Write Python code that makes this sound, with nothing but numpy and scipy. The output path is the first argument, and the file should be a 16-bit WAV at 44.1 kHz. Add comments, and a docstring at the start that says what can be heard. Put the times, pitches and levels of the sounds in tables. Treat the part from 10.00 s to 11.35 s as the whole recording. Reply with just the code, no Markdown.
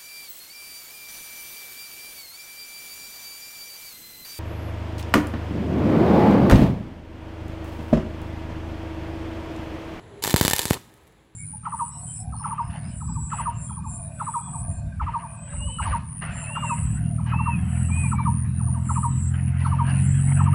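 """A half-second tack weld with a stick electrode on a steel section in a workshop.
First low room noise, hum, a dull rumble, a wavering tone and a faint far chirp. At 0.22 s the mains-fed
arc strikes, sizzling in pulses, twice per cycle; sparks burst and the steel rings. Drops of metal short
the arc; it relights each time with a crack and a puff of air. Drawn out with a flutter, it dies at
0.78 s. Spatter ticks on the steel, the cooling weld fizzes, and the chirp comes once more."""
import sys
import numpy as np
from scipy import signal
from scipy.fft import rfft, irfft, next_fast_len
from scipy.io import wavfile
from scipy.ndimage import uniform_filter1d

SR = 44100
rng = np.random.default_rng(int(sys.argv[2]) if len(sys.argv) > 2 else 0)


def wav_record(signal):
    """Record a signal, one row per channel, as 16-bit PCM in the file named by sys.argv[1]."""
    frames = np.transpose(np.atleast_2d(signal))
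    bounded = np.clip(frames, -1, 1)
    # unit amplitude maps onto the largest positive 16-bit level
    quanta = np.round(bounded * 32767).astype(np.int16)
    wavfile.write(sys.argv[1], SR, quanta)


N = 59535
TIME = np.arange(N) / SR

# spark bursts: start_s, crack_db, spray_db, spray_ms
SPARKS = [(0.2387, -7, -12, 1.3), (0.2483, -21.5, -15.5, 1.1), (0.2708, -10.5, -33.5, .6),
          (0.3063, -8, -22, 2.2), (0.3111, -13.5, -19, 0.97), (0.3306, -28.5, -17.5, 0.42),
          (0.402, -16, -29.5, 0.43), (0.4256, -21.5, -27.5, 1.0), (0.4277, -14, -14, .8),
          (.4322, -12.5, -38, .5), (0.5003, -6.5, -42.5, .5), (0.5549, -13.5, -39, 0.46),
          (0.564, -4, -21, 1.2), (0.5836, -4.5, -20.5, 0.96), (0.6171, -9.5, -23.5, 0.49),
          (0.646, -32, -40, 0.42), (.7040, -8, -25, .5), (0.733, -10.5, -18, 1.05)]
# relights after a short: start_s, crack_db, spray_db, spray_ms, puff_db, puff_ms, short_ms
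POPS = [(0.2578, -27.5, -24.5, 1.6, -19, 0.26, .4), (0.2762, -22.5, -17.5, 2.6, -11.5, 0.091, 0.65),
        (0.2961, -15.5, -23, 4, -19, .15, 0.27), (0.3415, -6, -25, .6, 1, 0.62, 11.3),
        (.3622, -2.5, -12.5, 1.8, -11.5, 0.1, 14), (0.4115, -2, -11, 2.8, -3, 0.43, 7.5),
        (0.4503, -8.5, -10, 1.9, -7.5, .4, 4), (.4801, 4, -26, 0.47, -6.5, 0.22, 8),
        (0.5101, -9.5, -14.5, 3.6, -11, 0.13, 9.1), (0.534, 2.5, -11.5, 3.1, -15.5, 0.65, 6.4),
        (0.5923, -2, -14, 3.3, -24.5, 0.41, 1.6), (0.6548, -5.5, -20, 0.41, -14.5, 0.39, 5.9),
        (0.7085, -8, -23, .6, -1, 0.42, 4)]


def from_db(db):
    """Decibels to gain."""
    return 10 ** (np.asarray(db) / 20)


def rms_one(x):
    """Scale to unit power."""
    return x / np.sqrt(np.mean(x ** 2) + 1e-20)


def level(rows):
    """Gain along a (time_s, level_db) curve, silent outside it."""
    time_s, level_db = np.transpose(rows)
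    return from_db(np.interp(TIME, time_s, level_db, left=-140, right=-140))


def colour(x, points):
    """Minimum-phase filter through (freq_hz, gain_db) points."""
    size = 2 * next_fast_len(N)
    freq_hz, gain_db = np.transpose(points)
    grid_hz = np.maximum(np.arange(size // 2 + 1) * SR / size, 1)
    gain = from_db(np.interp(np.log(grid_hz), np.log(freq_hz), gain_db))
    cepstrum = irfft(np.log(gain))
    cepstrum[1:size // 2] *= 2
    cepstrum[size // 2 + 1:] = 0
    return irfft(rfft(x, size) * np.exp(rfft(cepstrum)))[:N]


def high_pass(x, hz):
    """Second-order high-pass."""
    return signal.sosfilt(signal.butter(2, hz, "high", fs=SR, output="sos"), x)


def drift(rate_hz):
    """Smooth random wander, spread about 1."""
    return np.interp(TIME * rate_hz, np.arange(N), rng.standard_normal(N))


def sine(pitch_hz):
    """Unit-power tone along a pitch curve."""
    return np.sqrt(2) * np.sin(2 * np.pi * np.cumsum(pitch_hz) / SR)


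def decay(start_s, decay_s):
    """Sudden start, exponential fall."""
    return (TIME >= start_s) * np.exp(-np.maximum(TIME - start_s, 0) / decay_s)


def grains(per_s, spread_db):
    """Random clicks of uneven size, unit power."""
    sizes = from_db(spread_db * np.minimum(rng.exponential(1, N), 3))
    signs = rng.choice([-1, 1], N)
    return rms_one(sizes * signs * (rng.random(N) < per_s / SR))


def ring(x, modes):
    """Damped modes driven by x, alternating in sign."""
    out = 0
    for k, (pitch_hz, gain_db, t60_s) in enumerate(modes):
        radius, angle = np.exp(-np.log(1000) / (t60_s * SR)), 2 * np.pi * pitch_hz / SR
        mode = signal.lfilter([0, np.sin(angle)], [1, -2 * radius * np.cos(angle), radius ** 2], x + 1e-18)
        out += (-1) ** k * from_db(gain_db) * mode
    return out


def reflections(x, delay_s, decay_s):
    """Dense dying cloud of echoes, unit energy."""
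    cloud = rng.standard_normal(N) * decay(delay_s, decay_s)
    return signal.fftconvolve(x, cloud / np.sqrt(np.sum(cloud ** 2)))[:N]


def workshop():
    """Low room noise, dipping during the weld, a faint hum and two faint higher tones."""
    # noise envelope: time_s, level_db
    envelope = [(0, -50), (.12, -51), (.2, -48.5), (.3, -63), (.8, -54.5), (.92, -54.5), (1.08, -55),
                (1.2, -57), (1.35, -60)]
    # noise spectrum: freq_hz, gain_db
    spectrum = [(25, -22.5), (52, 1), (105, 2), (240, -7.5), (390, -5), (600, -10.5), (950, -10),
                (1400, -18.5), (1800, -14), (2700, -20.5), (3900, -21.5), (5500, -35), (7600, -25.5),
                (8900, -42.5), (10100, -24), (12000, -45), (15500, -48)]
    # low hum and two faint higher tones: pitch_hz, level_db
    partials = [(53.8, -67), (317.6, -70.5), (414.5, -71.5)]
    noise = rms_one(colour(rng.standard_normal(N), spectrum))
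    hum = sum(from_db(db) * sine(hz + 2 * drift(19.95)) for hz, db in partials)
    return noise * level(envelope) + hum


def wavering_tone():
    """A low tone comes and goes before the strike."""
    # tone envelope: time_s, level_db
    envelope = [(0, -50), (.03, -57.5), (.05, -76), (.1, -69), (.125, -45), (.155, -60), (.195, -41.5),
                (.23, -58), (.26, -70)]
    pitch_hz, waver_hz = 403.4, 8
    return level(envelope) * sine(pitch_hz + waver_hz * drift(40))


def rumble():
    """Dull rumble, fading as the arc strikes."""
    # rumble envelope: time_s, level_db
    envelope = [(0, -51.5), (.07, -46.5), (.14, -46.5), (.21, -49.5), (.3, -60)]
    # rumble spectrum: freq_hz, gain_db
    spectrum = [(30, -9), (100, 3), (260, -8.5), (450, -7), (800, -13), (1300, -20.5), (3000, -39.5),
                (15000, -69)]
    return level(envelope) * rms_one(colour(rng.standard_normal(N), spectrum))


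def chirps():
    """Two faint, far, falling whistles."""
    # whistles: start_s, level_db
    whistles = [(0.117, -67), (1.178, -69.5)]
    length_s, from_hz, to_hz = .032, 3750, 2950
    out = 0
    for start_s, level_db in whistles:
        progress = np.clip((TIME - start_s) / length_s, 0, 1)
        out += from_db(level_db) * np.sin(np.pi * progress) * sine(from_hz + (to_hz - from_hz) * progress)
    return out


def arc_gain():
    """The arc pulses a little unevenly with the current and drops during each short."""
    pulse_hz, depth_db, scatter_db, short_db = 99.5, 4.2, .6, -31
    peak_s = .2285 + .0007 * drift(pulse_hz)
    pulse = np.cos(2 * np.pi * pulse_hz * (TIME - peak_s))
    gain_db = depth_db * (pulse - .5) + scatter_db * drift(pulse_hz)
    for relight_s, *_, short_ms in POPS:
        gain_db += short_db * ((TIME > relight_s - short_ms / 1000) & (TIME < relight_s))
    return uniform_filter1d(from_db(gain_db), size=40)


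def sizzle(burn):
    """Hiss and fine crackle of the burning arc."""
    # arc envelope: time_s, gain_db
    envelope = [(.222, -32), (.227, -30.5), (.24, -27.5), (.275, -31.5), (.32, -31), (.37, -25.5),
                (.43, -29.5), (.49, -26.5), (.55, -34.5), (.61, -31), (.67, -33), (.72, -35.5),
                (.742, -28.5), (.755, -43), (.78, -49)]
    # sizzle spectrum: freq_hz, gain_db
    spectrum = [(100, -22), (380, 0.5), (680, -7), (950, 4), (1150, -4.5), (1500, -10.5), (1830, -2),
                (2600, -4), (4000, 0.5), (5800, -6), (7600, 0), (9100, -7.5), (11000, -2), (15500, -13)]
    fry = rng.standard_normal(N) + from_db(-2.5) * grains(per_s=1100, spread_db=7)
    return colour(fry * level(envelope) * burn, spectrum) * from_db(3)


def flame(burn):
    """Low flutter of the hot gas."""
    # flutter envelope: time_s, gain_db
    envelope = [(.222, -49), (.255, -43), (.28, -38.5), (.32, -36.5), (.38, -38), (.46, -31), (.55, -45),
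                (.65, -43.5), (.72, -40.5), (.775, -32.5), (.781, -54)]
    # flutter spectrum: freq_hz, gain_db
    spectrum = [(30, -17.5), (70, 0), (115, 8), (200, -5.5), (380, 5.5), (650, -7.5), (980, -2.5),
                (1500, -13), (4000, -21.5), (15000, -60.5)]
    return rms_one(colour(rng.standard_normal(N), spectrum)) * level(envelope) * np.sqrt(burn)


def steel(arc):
    """The steel section rings under the arc."""
    # section modes: pitch_hz, gain_db, t60_s
    modes = [(362, -57, 0.13), (521.5, -56.5, 0.31), (586, -57, .25), (918, -50, 0.15), (1276, -58.5, 2),
             (1642, -60.5, 1.2), (1815, -36.5, 0.12), (1956, -45, .12), (2334, -46.5, .1),
             (3103, -44.5, 0.079), (3500, -53, 0.043), (3630, -39.5, .08), (8050, -42, .08),
             (7600, -39.5, .05)]
    # further modes at the same two pitches, fainter and dying sooner: pitch_hz, gain_db, t60_s
    extra_modes = [(1276, -63, 1.1), (1642, -66, 1.0)]
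    return from_db(-12) * ring(arc, modes + extra_modes)


def room(weld):
    """Workshop reverberation."""
    # echo spectrum: freq_hz, gain_db
    spectrum = [(40, -18), (120, -3), (400, -7), (1000, -3.5), (4000, 3), (8000, 0.5), (15000, -5)]
    t60_s = .44
    echoes = reflections(weld, delay_s=.0055, decay_s=t60_s / np.log(1000))
    return from_db(-18) * colour(echoes, spectrum)


def cracks(events):
    """One tiny bright shock wave per event."""
    # crack spectrum: freq_hz, gain_db
    spectrum = [(100, -32.5), (700, -3), (2000, 7.5), (4500, 5.5), (8000, 6.5), (12000, 6.5), (15500, 1)]
    clicks = np.zeros(N)
    for start_s, crack_db, *_ in events:
        clicks[int(start_s * SR)] += from_db(crack_db)
    return colour(clicks, spectrum)


def sprays():
    """A spit of metal vapour after each spark and pop."""
    # spray spectrum: freq_hz, gain_db
    spectrum = [(100, -2.5), (400, 1), (950, 5.5), (1400, -3.5), (1850, 9), (2700, -1), (4000, 4),
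                (5800, -6.5), (7600, 6), (9100, -10.5), (11000, -2.5), (15500, 0)]
    bursts = sum(from_db(spray_db) * decay(start_s, spray_ms / 1000)
                 for start_s, _, spray_db, spray_ms, *_ in POPS + SPARKS)
    return colour(bursts * rng.standard_normal(N), spectrum)


def puffs():
    """Gas expands at each relight: a sharp pressure pulse, then a slower swell."""
    swell_re_spray_db, swell_s = -10, .0023
    pressure = 0
    for start_s, _, spray_db, _, puff_db, puff_ms, _ in POPS:
        age_s = np.maximum(TIME - start_s, 0)
        progress = age_s * 1000 / puff_ms
        pulse = from_db(puff_db) * np.sqrt(progress) * np.exp((1 - progress) / 2)
        swell = from_db(spray_db + swell_re_spray_db) * age_s / swell_s * np.exp(1 - age_s / swell_s)
        pressure -= pulse + swell
    return high_pass(high_pass(pressure, hz=82), hz=50)  # the bass swings back


def cooling():
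    """The cooling weld fizzes ever more faintly."""
    arc_out_s, start_db, fade_db_per_s = .78, -60, 41.5
    fade = (TIME > arc_out_s) * from_db(start_db - fade_db_per_s * (TIME - arc_out_s))
    return high_pass(fade * grains(per_s=2300, spread_db=5), hz=2610)


def spatter():
    """Beads of metal land and tinkle."""
    # landings: start_s, crack_db
    landings = [(.900, -60), (.935, -54), (.940, -40.5), (0.975, -48), (1.028, -59), (1.037, -54),
                (1.071, -45), (1.077, -45), (1.123, -52), (1.251, -58)]
    # tinkle modes: pitch_hz, gain_db, t60_s
    modes = [(8700, -19.5, 0.011), (9800, -24, 0.02), (10900, -28, 0.036), (12350, -24, 0.031),
             (14000, -26, 0.039)]
    ticks = cracks(landings)
    return ticks + ring(ticks, modes)


def scene():
    """The weld close by, its echoes off bench and room, and the background."""
    burn = arc_gain()
    arc = sizzle(burn) + sprays() + cracks(POPS + SPARKS)
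    bench = from_db(-10.5) * reflections(arc, delay_s=.0015, decay_s=.0013)
    weld = arc + steel(arc) + bench + flame(burn) + puffs() + cooling() + spatter()
    return (weld + room(weld) + workshop() + wavering_tone() + rumble() + chirps())[None]


def record(dry):
    """Band-limited microphone; the loudest peaks overload it and are rounded."""
    cutoff_hz, ceiling = 15700, .88
    heard = signal.sosfilt(signal.cheby1(10, .2, cutoff_hz, fs=SR, output="sos"), dry)
    rounded = heard / (1 + (heard / ceiling) ** 6) ** (1 / 6)
    return signal.sosfilt(signal.butter(8, cutoff_hz + 600, fs=SR, output="sos"), rounded)


dry = scene()
out = record(dry)
wav_record(out)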